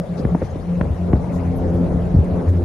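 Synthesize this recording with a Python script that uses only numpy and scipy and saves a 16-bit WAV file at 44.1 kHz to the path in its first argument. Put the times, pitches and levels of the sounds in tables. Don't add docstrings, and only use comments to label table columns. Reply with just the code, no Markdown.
import sys
import numpy as np
from scipy import signal
from scipy.fft import rfft, irfft
from scipy.io import wavfile
from scipy.ndimage import uniform_filter1d

SR = 44100
rng = np.random.default_rng(int(sys.argv[2]) if len(sys.argv) > 2 else 0)


def boost(x):
    u = np.asarray(x, float) / 20
    return 10 ** u


def materialize(psi):
    bounded = np.clip(np.atleast_2d(psi).T, -1, 1)
    quanta = np.round(bounded * 32767).astype(np.int16)
    wavfile.write(sys.argv[1], SR, quanta)


N = 116424
FIRING_HZ = 87.45

# time in seconds, level in dB.
ROAD_LOAD = [(0.0, -34), (.1, -37.5), (0.29, -30), (0.4, -35), (0.67, -38.5), (.84, -31.5), (.97, -37),
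             (1.09, -31.5), (1.2, -32.5), (1.3, -32.5), (1.54, -32), (1.7, -29), (1.9, -30), (1.99, -30),
             (2.1, -31), (2.27, -31.5), (2.4, -28.5), (2.5, -31.5), (2.64, -31)]


def evened(x):
    return x / np.sqrt(np.mean(x ** 2) + 1e-20)


def read(points, hz, axis=1):
    columns = np.transpose(points)
    return np.interp(np.log(hz + 1), np.log(columns[0] + 1), columns[axis])[:, None]


def along(table, t):
    times, *columns = np.transpose(table)
    return [np.interp(t, times, column) for column in columns]


def road_load_db():
    return along(ROAD_LOAD, np.arange(N) / SR)[0]


def add(mix, start, sound):
    part = mix[..., round(start * SR):][..., :sound.shape[-1]]
    part += sound[..., :part.shape[-1]]


def layer(sounds):
    out = np.zeros((2, N))
    for start, sound in sounds:
        add(out, start, sound)
    return out


def ease_in(progress):
    return np.sin(np.pi / 2 * np.minimum(progress, 1)) ** 2


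def resonate(x, hz, width):
    turn = np.exp(2j * np.pi * hz * np.arange(x.shape[-1]) / SR)
    r = np.exp(-np.pi * width / SR)
    return 2 * (turn * signal.lfilter([(1 - r) ** 2], [1, -2 * r, r * r], x / turn)).real


def drift(size, rate_hz):
    z = rfft(rng.standard_normal(size))
    return evened(irfft(z / (1 + (np.fft.rfftfreq(size, 1 / SR) / rate_hz) ** 4), size))


def wash(shape, size, level_db, patchy_db, flicker_db):
    # frequency in Hz, likeness of the ports (0 to 1), phase between them in radians,
    # left-right level in dB.
    ports = [(30, .97, 0, -1), (70, .7, 0, 2.4), (300, .85, -.08, .6), (1000, .41, -.5, 4.5),
             (1400, .2, .6, 2.9), (2300, .68, 0, 2.4), (3200, .52, -1.1, 2.6), (5600, .3, -.3, 4.6),
             (7000, .58, -1.4, 2.7), (8300, .86, -2.9, 1.3), (9400, .62, -1.1, .2), (11000, 1, 0, 0),
             (13400, 1, 0, 0), (15500, .7, 2.9, -.4)]
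    # time in seconds, share of the left-right level heard as the phone pans.
    pan_turn = [
        (0, 1.3),
        (1.3, 1.36),
        (2.1, 0.6),
        (2.64, 0.68),
    ]
    hop = size // 4
    frames, hz = N // hop + 5, np.fft.rfftfreq(size, 1 / SR)
    a, b, c, d, patches = rng.standard_normal((frames, len(hz), 5)).T
    patches = evened(uniform_filter1d(uniform_filter1d(patches, size=8, axis=0), size=10, axis=1))
    flicker = evened(uniform_filter1d(rng.standard_normal(frames), size=6))

    same = np.clip(read(ports, hz), 0, 1)
    left = a + 1j * b
    shared = same * left * np.exp(1j * read(ports, hz, axis=2))
    right = shared + np.sqrt(1 - same ** 2) * (c + 1j * d)
    lean = read(ports, hz, axis=3) * along(pan_turn, np.arange(frames) * hop / SR)[0] / 2
    z = np.array([left, right])
    z *= boost(read(shape, hz) + patchy_db * patches + flicker_db * flicker + np.array([lean, -lean]))
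    noise = signal.istft(z, nperseg=size, noverlap=size - hop)[1][:, :N]
    return boost(level_db) * evened(noise)


def tyre_rumble():
    # frequency in Hz, density in dB per Hz.
    rumble_spectrum = [(12, -62), (27, -34), (50, 1.5), (71, 3), (100, -18.5), (131, 1.5), (178, -4),
                       (317, -11.5), (526, -9), (1500, -35.5), (1950, -45), (3300, -120)]
    return wash(rumble_spectrum, size=2048, level_db=road_load_db() + 9, patchy_db=2.0, flicker_db=-0.5)


def wind_hiss():
    # frequency in Hz, density in dB per Hz.
    hiss_spectrum = [(600, -4.5), (1100, -7), (2000, -9.5), (2900, -16), (5500, -23.5), (7500, -25.5),
                     (8300, -24.5), (9300, -25.5), (11000, -31), (16000, -56)]
    road_db = road_load_db()
    level_db = -44.5 + 0.063 * (road_db - road_db.mean())
    return wash(hiss_spectrum, size=512, level_db=level_db, patchy_db=-2.8, flicker_db=0.0)


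def engine():
    # time in seconds, firing order, second order and third order in dB.
    drone_levels = [(0, -31.5, -13.5, -42), (.05, -43.5, -49, -62), (.41, -48, -37.5, -59),
                    (.55, -28, -44, -50), (.64, -41, -34, -52), (.69, -32.5, -21.5, -49),
                    (.81, -34, -22.5, -36), (.85, -35, -39.5, -46), (1.09, -23, -25.5, -45),
                    (1.23, -41, -33.5, -46), (1.34, -33.5, -31, -39), (1.58, -30, -30, -30),
                    (1.83, -29, -22.5, -34.5), (1.88, -28, -33.5, -40.5), (2.42, -34, -30.5, -40),
                    (2.45, -30.5, -39, -30), (2.485, -10.5, -33, -36), (2.64, -17, -31, -37.5)]
    # order, level in dB at full road load.
    upper_orders = [(.5, -40), (4, -35.5), (5, -35), (6, -48.5)]
    load_lift = 2.43
    speed_wander, blur, blur_hz = 0.0037, 0.24, 14

    road_db = road_load_db()
    orders = list(enumerate(along(drone_levels, np.arange(N) / SR), start=1))
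    for order, full_db in upper_orders:
        orders.append((order, load_lift * (road_db - road_db.max()) + full_db))

    turns = np.cumsum(FIRING_HZ * (1 + speed_wander * drift(N, 2.4))) / SR
    out = np.zeros(N)
    for order, db in orders:
        fuzz = 1 + blur * (drift(N, blur_hz) + 1j * drift(N, blur_hz))
        line = np.exp(2j * np.pi * (order * turns + rng.random()))
        out += (boost(db) + boom_swells(order)) * (fuzz * line).real
    return 1.49 * out * boost([[.6], [-.6]])


def blow(start, thump_db, start_hz, knock_db, knock_hz):
    thump_hz, thump_drop, sag_s = 75.4, 1.165, 0.0027
    thump_t60, knock_t60 = 0.13, 0.038
    t = np.arange(0, .2, 1 / SR)
    cycles = np.cumsum(thump_hz + thump_drop * (start_hz - thump_hz) * np.exp(-t / sag_s)) / SR
    thump = boost(thump_db - 60 * t / thump_t60) * np.sin(2 * np.pi * cycles) * ease_in(t * start_hz / 0.43)
    knock = boost(knock_db - 60 * t / knock_t60) * np.sin(2 * np.pi * knock_hz * t) * ease_in(t / 0.0021)
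    return start, (thump + knock) * boost([[.8], [-.8]])


def handling_knocks():
    # start in seconds, thump level in dB, thump start pitch in Hz, knock level in dB,
    # knock pitch in Hz.
    handling_blows = [(.001, -50, 200, -8.5, 186), (0.198, -38, 200, -7, 185), (0.2518, -8.5, 250, -8, 186),
                      (.318, -43, 200, -11, 165), (0.3488, -28, 300, -4.5, 234), (.417, -17.5, 200, -8.5, 511),
                      (0.4233, -35, 200, -14, 562), (.4255, -29, 201, -14, 413),
                      (0.4235, -12, 330, -16.5, 300), (0.447, -17, 120, -42, 200),
                      (0.559, -19.5, 250, -13, 268), (0.8117, -10.5, 250, -9, 191), (0.905, -8, 130, -37, 175),
                      (1.1342, -1.5, 414, -9.5, 325), (1.154, -20, 200, -13, 202),
                      (1.1658, -9.5, 121, -18, 464), (1.945, -7.5, 150, -29, 197), (2.033, -7, 120, -24, 180),
                      (2.1416, -37, 200, -2.5, 161), (2.1482, -13, 200, 1, 167), (2.163, 0.5, 100, -32, 200),
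                      (2.1876, 1, 180, -11.5, 414), (2.337, -20, 150, -11, 180)]
    return layer(blow(*row) for row in handling_blows)


def rub(air, start, length, db, hz, width=33.0):
    shake = air[:, round(start * SR):][:, :round(length * SR)]
    u = np.linspace(0, 1, shake.shape[1])
    grain = boost(1.5 * evened(uniform_filter1d(rng.standard_normal(6000)[:len(u)], size=90)))
    return start, boost(db) * evened(resonate(shake * grain, hz, width)) * np.sin(np.pi * u ** .7)


def finger_rustles(air):
    # start in seconds, length in seconds, level in dB, centre in Hz, width in Hz.
    case_rustles = [(0, 0.023, -69, 4000, 5970), (0.17, .055, -47.5, 4500, 3520),
                    (0.423, 0.071, -53.5, 4800, 3960), (0.787, .04, -74, 12900, 2450),
                    (1.11, .03, -71.5, 8000, 5000), (1.315, 0.094, -53, 6600, 5960),
                    (1.555, 0.046, -54, 11100, 3490), (1.735, .03, -63.5, 12500, 3930),
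                    (2.24, .025, -58, 7840, 1480), (2.48, 0.032, -51.5, 5830, 8050),
                    (2.54, 0.023, -73, 12200, 4000)]
    return layer(rub(air, *row) for row in case_rustles)


def tick(start, level_db, hz):
    # delay in seconds, level in dB.
    bounces = [
        (0, 2),
        (.0012, -11),
        (.0024, -12),
        (.0034, -1),
    ]
    t = np.arange(0, .012, 1 / SR)
    jitter = rng.uniform(0.7, 1.19, (2, len(bounces)))
    out = 0
    for k, (delay, db) in enumerate(bounces):
        u = 2 * np.pi * hz * (t - delay * jitter[:, k:k + 1]) - 5.5
        out = out - (-1) ** k * boost(db) * np.sin(u) * np.exp(-(u / 3.82) ** 2)
    return start, boost(level_db) * out * ease_in(t * hz / 0.5) * boost([[1.5], [-1.5]])


def contact_ticks():
    # start in seconds, level in dB, pitch in Hz.
    tick_events = [(0.056, -35, 700), (.250, -23, 1450), (0.25, -16.5, 547), (.348, -10.5, 650),
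                   (0.348, -26.5, 1390), (.419, -28, 1490), (0.423, -26.5, 990), (0.426, -29.5, 1420),
                   (.557, -29, 650), (0.8105, -22.5, 730), (0.8112, -18.5, 1500), (0.8128, -21, 900),
                   (.8125, -26.5, 2270), (0.8125, -27.5, 1600), (0.8133, -42, 3900), (1.001, -30, 736),
                   (1.094, -38, 686), (1.131, -34, 2220), (1.131, -22.5, 1620), (1.1314, -16.5, 770),
                   (1.155, -33.5, 1410), (1.426, -21, 627), (1.598, -23.5, 630), (1.905, -19.5, 570),
                   (2.477, -24, 704)]
    return layer(tick(*row) for row in tick_events)


def boom_swells(order):
    # start in seconds, length in seconds, level in dB, nearby pitch in Hz.
    cabin_booms = [(0.082, 0.062, -20.5, 175), (0.142, 0.13, -23, 175), (0.309, 0.064, -17.5, 175),
                   (0.995, 0.059, -29.5, 175), (1.257, 0.18, -27.5, 175), (1.33, 0.12, -26, 88),
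                   (1.424, .13, -26, 175), (1.44, .1, -23.5, 88), (1.3, 0.15, -34, 263),
                   (1.46, 0.12, -34, 263), (1.572, .08, -23.5, 175), (1.604, .13, -22.5, 88),
                   (1.663, 0.17, -30.5, 175), (1.683, .08, -34, 263), (1.727, 0.067, -28.5, 88),
                   (1.768, 0.051, -29.5, 175), (1.76, 0.087, -27.5, 263), (1.826, 0.044, -25, 175),
                   (1.916, 0.095, -22, 175), (1.934, 0.058, -24.5, 263), (1.997, 0.092, -26.5, 175),
                   (1.998, 0.089, -22, 88), (2.1, 0.032, -21, 175), (2.213, 0.11, -25, 175),
                   (2.316, .11, -23, 175), (2.31, 0.037, -26, 88), (2.534, 0.078, -25, 175),
                   (1.558, 0.058, -30.5, 438), (1.891, 0.051, -28.5, 525), (2.569, 0.077, -31.5, 350),
                   (1.685, 0.18, -35, 350), (1.68, 0.16, -37, 525)]
    out = np.zeros(N)
    for start, length, db, hz in cabin_booms:
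        if round(hz / FIRING_HZ) == order:
            add(out, start, boost(db) * np.hanning(round(length * SR)) ** 0.51)
    return out


def seal_squeaks(air):
    # start in seconds, length in seconds, level in dB, pitch in Hz.
    squeak_events = [
        (.39, 0.026, -63, 6360),
        (0.482, 0.049, -58, 6450),
        (0.755, 0.027, -67, 6200),
    ]
    return layer(rub(air, *row) for row in squeak_events)


def scene():
    friction_air = wash([(1500, -30), (3000, 0), (12000, 0)], size=256, level_db=0, patchy_db=1.5, flicker_db=0)
    mix = tyre_rumble() + wind_hiss() + engine()
    mix += handling_knocks()
    mix += finger_rustles(friction_air)
    mix += contact_ticks()
    mix += seal_squeaks(friction_air)
    return mix


def band_limit(x):
    return signal.sosfilt(signal.butter(12, 15700, fs=SR, output="sos"), x)


def record(dry):
    limited = 1.413 * np.tanh(dry / 1.599)
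    return band_limit(limited)


dry = scene()
out = record(dry)
materialize(out)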